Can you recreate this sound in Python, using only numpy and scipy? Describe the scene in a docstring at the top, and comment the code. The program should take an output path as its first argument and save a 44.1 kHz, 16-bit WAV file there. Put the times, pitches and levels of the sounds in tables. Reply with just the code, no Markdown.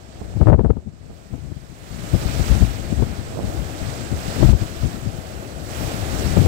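"""Wind knocks at a hand-held recorder on the seafront over a breaker far out; then waves break close by.
They run along a sloping concrete sea wall, throw up spray and drain back as foam: shaped noise and ringing drops.
The left port is covered and faces the wind: it hears the sea dully and takes the hardest buffets.
The open right port hears the bright wash. Wind is low noise swelling with gusts and eddies, plus sharp pulses."""
import sys
import numpy as np
from scipy import signal
from scipy.fft import rfft, irfft, next_fast_len
from scipy.io import wavfile
from scipy.ndimage import uniform_filter1d, minimum_filter1d

SR = 44100
rng = np.random.default_rng(int(sys.argv[2]) if len(sys.argv) > 2 else 0)


def unload_audio(sound):
    """Save the sound as a 16-bit wav file, at the path given as the first command line argument."""
    columns = np.transpose(np.atleast_2d(sound))
    # keep every value between -1 and 1, then stretch to whole-number steps
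    steps = np.round(np.clip(columns, -1, 1) * 32767)
    wavfile.write(sys.argv[1], SR, steps.astype(np.int16))


N = 285327
TIME = np.arange(N) / SR
FFT_SIZE = next_fast_len(N + 4096)
FREQS = np.maximum(np.arange(FFT_SIZE // 2 + 1) * SR / FFT_SIZE, 1)

# Spectral shapes of the water, air pockets up to foam: (frequency [Hz], density [dB per Hz])
ROAR_SPECTRUM = [(30, -33), (70, 1.5), (200, -4), (320, 1.5), (460, 0), (670, 2), (820, -2), (1000, -16.5),
                 (1500, -11), (3000, -24)]
WASH_SPECTRUM = [(250, -22), (600, -5), (1000, -.5), (1300, 1.5), (2000, -1), (3000, -2.4), (4500, -3.1),
                 (6500, -4.9), (7800, -2.1), (8700, -7.3), (10000, -22), (13000, -50)]
FIZZ_SPECTRUM = [(4000, -36), (7500, -24), (9200, -0.5), (10500, -2.5), (11600, -11.5), (12700, -0.5),
                 (14000, -2), (15700, -4)]
# Spectral shapes of wind on a port, dull to sharp: (frequency [Hz], density [dB per Hz])
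THUD_SPECTRUM = [(15, -37), (32, -15), (55, 1.5), (120, -2.5), (200, -10), (300, -16.5), (450, -30.5),
                 (800, -41), (2000, -67)]
RASP_SPECTRUM = [(120, -7.5), (300, 4), (450, 4.5), (680, -1), (1000, -11.5), (1400, -20), (2200, -40),
                 (4000, -71), (8000, -82)]
CRACKLE_SPECTRUM = [(600, -20), (1300, 0), (2000, -7), (3000, -16), (4500, -31), (7000, -58)]
# Response of the covered left port to the sea: (frequency [Hz], gain [dB])
COVERED_PORT_RESPONSE = [(60, 18), (250, 7.5), (450, 2.5), (650, 3.5), (900, -0.5), (1300, -1),
                         (2000, -4.5), (3000, -8.5), (4500, -17), (6500, -25.5), (8300, -43), (10300, -27),
                         (11600, -16.5), (15500, -24)]
# Likeness of the sea at the two ports: (frequency [Hz], likeness [0-1])
PORT_LIKENESS = [(100, 0.9), (350, .75), (700, 0.6), (1400, .33), (4000, 0), (13000, 0)]
PORT_LAG_S = 0.00036   # the waves arrive from the right
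CUTOFF_HZ = 15800

# The open sea behind everything, before layer trims: (roar [dB], wash [dB], fizz [dB])
OPEN_SEA_LEVELS = (-57.5, -52.5, -75)
# Surges of water, before layer trims: a breaker far out, a nearer crest that spills, breaks along
# the wall and runs back; the next meets the wall, its spray shoots up, comes down and lands;
# foam drains, and the backwash meets a new wave, which rolls in:
# (crest time [s], rise to crest from half power [s], fall to half power [s], roar [dB], wash [dB], fizz [dB])
WAVE_SURGES = [(0.24, .2, .4, -50, -49.5, -77), (1.42, .28, .5, -71.5, -56, -63),
               (2.45, .28, .19, -39.5, -32.5, -41), (2.95, .25, .5, -43, -39.5, -51),
               (3.53, .08, 0.2, -39.5, -41.5, -50.5), (3.94, .16, .15, -40.5, -36, -48.5),
               (4.4, .18, .2, -37, -33, -43), (4.82, .08, .14, -53, -39, -48),
               (5.3, .4, .45, -43, -41.5, -52), (5.81, .09, .13, -39, -35, -41.5),
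               (6.33, .3, .3, -34.5, -32, -40.5)]
# Brief dips in the level of the sea: (start [s], depth [dB], hold [s], recovery [s])
SEA_DIPS = [(0.5, 8, .3, .35), (4.509, 6.5, .02, .05)]
DIP_ATTACK_S = 0.025

# The breeze between gusts, before port trims: (left [dB], right [dB])
BREEZE_LEVELS = (-41, -51.5)
# Gusts, before port trims: (peak time [s], length at half power [s], left [dB], right [dB])
WIND_GUSTS = [(0.3, 0.21, -37, -37.5), (0.526, 0.24, -21, -42), (0.845, 0.2, -52, -51.5),
              (1.444, 0.12, -26.5, -64), (2.296, 0.43, -24.5, -41.5), (2.573, 0.23, -19.5, -44),
              (3, 0.31, -23.5, -40.5), (3.41, 0.15, -32, -28), (3.913, 1, -28, -45), (4.5, 0.095, -14, -52),
              (5.01, 0.25, -26, -45), (6.3, .9, -26, -41.5)]
# Hard gusts shed eddies on the left port at an even pace, before port trims:
# (first time [s], spacing [s], count, first level [dB], last level [dB],
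#  length at half power [s], rasp relative to level [dB])
EDDY_FLURRIES = [(0.416, .058, 3, -5, 0.5, 0.019, -11.5), (0.596, .055, 3, -7.5, -7.5, 0.02, -11),
                 (2.404, .111, 3, -11, -4.5, 0.021, -26.5), (4.412, .041, 4, -7, -3, 0.013, -22.5),
                 (6.142, 0.058, 4, -17.5, -14, 0.02, -49)]
# Lone eddies, before port trims:
# (time [s], port, level [dB], length at half power [s], rasp relative to level [dB])
LONE_BUFFETS = [(0.218, "right", -21.5, 0.006, -5.5), (0.344, "right", -36, 0.019, -3),
                (0.373, "left", -15, 0.028, -35), (0.492, "left", -3, 0.021, -7.5),
                (0.772, "left", -18.5, 0.021, -17), (0.875, "left", -22, 0.018, -38),
                (1.109, "right", -33.5, 0.02, -6), (1.339, "left", -19, 0.022, -19),
                (1.519, "left", -19, 0.0091, -24.5), (2.145, "left", -5, 0.017, -22),
                (2.232, "right", -26.5, 0.036, -9.5), (2.26, "left", -10, 0.011, -36),
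                (2.928, "left", -11, 0.014, -46), (2.996, "left", -11.5, .042, -19),
                (3.027, "left", -9, 0.012, -15.5), (3.384, "right", -25.5, .016, 3.5),
                (3.446, "left", -16.5, 0.014, -37), (3.58, "left", -19, .03, -34),
                (4.129, "left", -14, .027, -31), (4.168, "right", -24.5, 0.032, -11.5),
                (4.431, "left", -2, 0.017, -11.5), (4.621, "left", -11, 0.013, -44),
                (4.844, "left", -11, 0.034, -26), (4.855, "right", -39, 0.013, 8.5),
                (5.068, "left", -15.5, 0.013, -27), (5.811, "left", -20.5, .05, -9.5),
                (6.374, "left", -4, 0.015, -16), (6.401, "left", -7, .035, -34),
                (6.463, "left", -8, 0.031, -15.5)]
# Small eddies come at random; their level is relative to the wind that carries them
EDDIES_PER_S, EDDY_DB, EDDY_SPREAD_DB, EDDY_LENGTH_S, EDDY_RASP_DB = 4.3, 7, 3, 0.011, -23.5
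# An eddy knocks as it arrives, the harder the raspier it is (dB of knock per dB of rasp)
KNOCK_LEAD_S, KNOCK_FOLLOWS_RASP = 0.00303, 0.71
# Eddies in a flurry heave as they leave; level relative to the eddy
HEAVE_DB, HEAVE_LAG_S, HEAVE_LENGTH_S, HEAVE_HZ = -3.5, 0.0087, 0.03, 56.7


def from_db(db):
    """Decibels to gain."""
    return 10 ** (np.asarray(db) / 20)


def rms_one(x):
    """Scale to unit power."""
    return x / np.sqrt(np.mean(x ** 2) + 1e-20)


def at_hz(points):
    """A table read along a log-frequency axis."""
    hz, value = np.transpose(points)
    return np.interp(np.log(FREQS), np.log(hz), value)


def filtered(x, response):
    """Pass a sound through a frequency response."""
    return irfft(rfft(x, FFT_SIZE) * response, FFT_SIZE)[..., :N]


def noise(spectrum):
    """Coloured noise of unit power."""
    white = rng.standard_normal(N)
    return rms_one(filtered(white, from_db(at_hz(spectrum))))


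def drift(rate_hz):
    """Slow chance of spread 1: noise through a two-pole low-pass, drawn every 40 samples."""
    pole = np.exp(-2 * np.pi * rate_hz * 40 / SR)
    white = rng.standard_normal(N // 40 + 2002)
    slow = signal.lfilter([1], [1, -2 * pole, pole ** 2], white)[2000:]   # skip the filter's start
    return np.interp(np.arange(N) / 40, np.arange(len(slow)), rms_one(slow))


def swell(s, rise_s, fall_s):
    """Power that builds to 1 at a moment and dies away; it is halved one rise before and one fall after."""
    width = np.maximum(np.where(TIME < s, rise_s, fall_s), 0.002)
    return 1 / 2 ** np.minimum(((TIME - s) / width) ** 2, 60)


def surf_levels():
    """Roar, wash and fizz in dB: the surges add power to the open sea, less the dips."""
    power = from_db(OPEN_SEA_LEVELS)[:, None] ** 2
    for s, rise_s, fall_s, *levels_db in WAVE_SURGES:
        power = power + from_db(levels_db)[:, None] ** 2 * swell(s, rise_s, fall_s)
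    dip_db = 0
    for s, depth_db, hold_s, recovery_s in SEA_DIPS:
        corners = s + np.cumsum([0, DIP_ATTACK_S, hold_s, recovery_s])
        dip_db = dip_db + np.interp(TIME, corners, [0, depth_db, depth_db, 0])
    return 10 * np.log10(power) - dip_db


def churn(spectrum, surge_db, patch_db, rate_hz, count=5):
    """Churning water: the whole surges together, and each pitch region swells on its own."""
    gain = from_db(at_hz(spectrum))
    white = rfft(rng.standard_normal((2, FFT_SIZE)))
    # overlapping regions lie evenly in log frequency between the inner points of the spectrum
    ends_hz = [spectrum[1][0], spectrum[-2][0]]
    region = np.interp(np.log(FREQS), np.log(ends_hz), [0, count - 1])
    water = 0
    for k in range(count):
        share = np.maximum(0, 1 - abs(region - k))
        band = irfft(white * gain * share, FFT_SIZE)[:, :N]
        water = water + band * from_db(patch_db * drift(rate_hz))
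    return rms_one(water * from_db(surge_db * drift(rate_hz / 2)))


def drops(per_s, low_hz, high_hz, cycles, spread_db, count=18):
    """Drops and bubbles of all sizes, each a click in a resonance that rings down 60 dB in so many cycles."""
    born = np.flatnonzero(rng.random(N) < per_s / SR)
    boost_db = spread_db * np.minimum(rng.exponential(1, len(born)), 4)
    sizes = from_db(boost_db) * rng.standard_normal((2, len(born)))
    pitch = rng.integers(0, count, len(born))
    ringing = np.zeros((2, N))
    for k, hz in enumerate(np.geomspace(low_hz, high_hz, count)):
        clicks = np.full((2, N), 1e-18)   # a trace of signal keeps the filter out of tiny numbers
        clicks[:, born[pitch == k]] = sizes[:, pitch == k]
        r = np.exp(-np.log(1000) * hz / (cycles * SR))
        w = 2 * np.pi * hz / SR
        ringing += signal.lfilter([w, 0, -w], [1, -2 * r * np.cos(w), r * r], clicks)
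    return rms_one(ringing)


def at_ports(pair):
    """Two unrelated sounds become left and right: partly alike, the left one late and muffled."""
    alike = np.clip(at_hz(PORT_LIKENESS), 0, 0.98)
    lag = np.exp(-2j * np.pi * FREQS * PORT_LAG_S)
    shared = filtered(pair[1], alike * lag)
    left = shared + filtered(pair[0], np.sqrt(1 - alike ** 2))
    covered = filtered(left, from_db(at_hz(COVERED_PORT_RESPONSE)))
    return np.array([covered, pair[1]])


def sea():
    """Big air pockets roar, white water washes and bubbles, foam fizzes, spray patters on the concrete."""
    roar_db, wash_db, fizz_db = surf_levels()
    roar = from_db(roar_db + 3.5) * churn(ROAR_SPECTRUM, surge_db=1.0, patch_db=-0.8, rate_hz=6.7)
    wash = from_db(wash_db + 0.62) * churn(WASH_SPECTRUM, surge_db=0.1, patch_db=1.25, rate_hz=25, count=8)
    fizz = from_db(fizz_db + 0.9) * churn(FIZZ_SPECTRUM, surge_db=0, patch_db=1.3, rate_hz=25)
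    # more white water throws more drops and traps more bubbles
    froth = from_db((wash_db + 35.5) / 2)
    spray = drops(2800 * froth, low_hz=1230, high_hz=5640, cycles=16, spread_db=1.5)
    spray = from_db(wash_db - 9.5) * froth * spray
    bubbles = drops(500 * froth, low_hz=425, high_hz=2180, cycles=13, spread_db=3, count=36)
    bubbles = from_db(wash_db - 17.5) * bubbles
    return at_ports(roar + wash + fizz + spray + bubbles)


def wind_levels():
    """Wind pressure on the left and right port in dB: gusts add power to the breeze."""
    power = from_db(BREEZE_LEVELS)[:, None] ** 2
    for s, length_s, *levels_db in WIND_GUSTS:
        power = power + from_db(levels_db)[:, None] ** 2 * swell(s, length_s / 2, length_s / 2)
    return 10 * np.log10(power)


def small_eddies(steady_db):
    """Chance eddies, on average in step with the wind of the moment."""
    born = np.flatnonzero(rng.random(N) < EDDIES_PER_S / SR)
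    level_db = steady_db + EDDY_DB + EDDY_SPREAD_DB * rng.standard_normal(N)
    return [(i / SR, level_db[i], EDDY_LENGTH_S, EDDY_RASP_DB) for i in born]


def lone_eddies(port):
    """The lone eddies of one port as (time [s], level [dB], length [s], rasp [dB])."""
    return [(s, *rest) for s, where, *rest in LONE_BUFFETS if where == port]


def flurry_eddies():
    """Each flurry is a row of evenly spaced eddies whose level runs from first to last."""
    eddies = []
    for first_s, spacing_s, count, first_db, last_db, length_s, rasp_db in EDDY_FLURRIES:
        for k, level_db in enumerate(np.linspace(first_db, last_db, round(count))):
            eddies.append((first_s + k * spacing_s, level_db, length_s, rasp_db))
    return eddies


def evened(x, span_s):
    """Noise with its chance swells ironed out."""
    size = max(int(span_s * SR), 2)
    power = uniform_filter1d(uniform_filter1d(x ** 2, size), size)
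    return rms_one(x / np.sqrt(np.maximum(power, 1e-6)))


def jolts(clicks, spectrum):
    """Each unit click becomes a short pressure pulse of height 1."""
    response = from_db(at_hz(spectrum))
    height = irfft(response, FFT_SIZE)[0]
    return filtered(clicks, response / height)


def wind(steady_db, buffets, rasp_db, steady_rasp_db, lumpy_db, crackle_db, spurts_per_s):
    """Pressure on one port: a lumpy rumble, and eddies that thud and rasp as they pass."""
    power = from_db(steady_db + lumpy_db * drift(21.7)) ** 2
    rough = power * from_db(steady_rasp_db) ** 2
    for s, level_db, length_s, edge_db in buffets + small_eddies(steady_db):
        # an eddy arrives faster than it leaves
        bump = swell(s, 0.4 * length_s, 0.6 * length_s)
        power = power + from_db(level_db) ** 2 * bump
        rough = rough + from_db(level_db + edge_db) ** 2 * bump
    thud = np.sqrt(power) * evened(noise(THUD_SPECTRUM), span_s=0.011)
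    # small vortices leave the port's edge in separate spurts
    spurts = (rng.random(N) < spurts_per_s / SR) * rng.standard_normal(N)
    rasp = np.sqrt(rough) * evened(rms_one(jolts(spurts, RASP_SPECTRUM)), span_s=0.017)
    # crackle follows power, not pressure, so it favours the most violent eddies
    crackle = rough * rms_one(jolts(spurts, CRACKLE_SPECTRUM))
    return thud + from_db(rasp_db) * rasp + from_db(crackle_db) * crackle


def knocks(eddies, knock_db, crackle_db, rebound):
    """A sudden break of the flow: one sharp pulse and a weaker swing back a few milliseconds later."""
    body, edge = np.zeros((2, N))
    chances = rng.random((len(eddies), 2))
    for (middle_s, level_db, _, edge_db), (side, delay) in zip(eddies, chances):
        s = middle_s - KNOCK_LEAD_S
        back_s = s + 0.00132 + 0.00331 * delay
        at = np.minimum([round(s * SR), round(back_s * SR)], N - 1)
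        swing = np.sign(side - 0.5) * np.array([1, -rebound])   # push or pull first, by chance
        peak_db = level_db + KNOCK_FOLLOWS_RASP * edge_db
        body[at] += swing * from_db(peak_db + knock_db)
        edge[at] += swing * from_db(peak_db + edge_db + crackle_db)
    return jolts(body, RASP_SPECTRUM) + jolts(edge, CRACKLE_SPECTRUM)


def heaves(eddies):
    """The wake of an eddy pushes and pulls on the port for two or three slow swings."""
    pressure = np.zeros(N)
    for (s, level_db, _, _), phase in zip(eddies, rng.random(len(eddies))):
        bump = swell(s + HEAVE_LAG_S, HEAVE_LENGTH_S / 2, HEAVE_LENGTH_S / 2)
        swings = np.sin(2 * np.pi * (HEAVE_HZ * (TIME - s) + phase))
        pressure += from_db(level_db + HEAVE_DB) * bump * swings
    return pressure


def overloaded(x, top, corner_hz, hold_s):
    """A fast limiter rounds off big pressure swings; the port passes little of their treble."""
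    dull = signal.sosfilt(signal.butter(4, corner_hz, fs=SR, output="sos"), x)
    size = max(int(hold_s * SR), 2)
    gain = minimum_filter1d(1 / np.maximum(abs(dull) / top, 1), 2 * size + 1)
    return dull * uniform_filter1d(uniform_filter1d(gain, size), size)


def scene():
    """The sea beyond the recorder, with wind close on both ports."""
    left_db, right_db = wind_levels()
    flurries = flurry_eddies()
    on_left, on_right = flurries + lone_eddies("left"), lone_eddies("right")
    left = wind(left_db, on_left, rasp_db=-1, steady_rasp_db=-23, lumpy_db=3.5,
                crackle_db=-12.5, spurts_per_s=380)
    right = wind(right_db, on_right, rasp_db=3.0, steady_rasp_db=-5.0, lumpy_db=1.0,
                 crackle_db=-16, spurts_per_s=420)
    left = from_db(-1.0) * left + knocks(on_left, knock_db=8.5, crackle_db=-9, rebound=0.99)
    right = from_db(-1.9) * right + knocks(on_right, knock_db=-1, crackle_db=-22, rebound=0.9)
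    pressure = np.array([left + heaves(flurries), right])
    return sea() + overloaded(pressure, top=0.92, corner_hz=3600, hold_s=0.0004)


def record(dry):
    """The top is cut steeply, over 120 Hz around the cutoff."""
    return filtered(dry, np.clip((CUTOFF_HZ - FREQS) / 120 + 0.5, 0, 1))


dry = scene()
out = record(dry)
unload_audio(out)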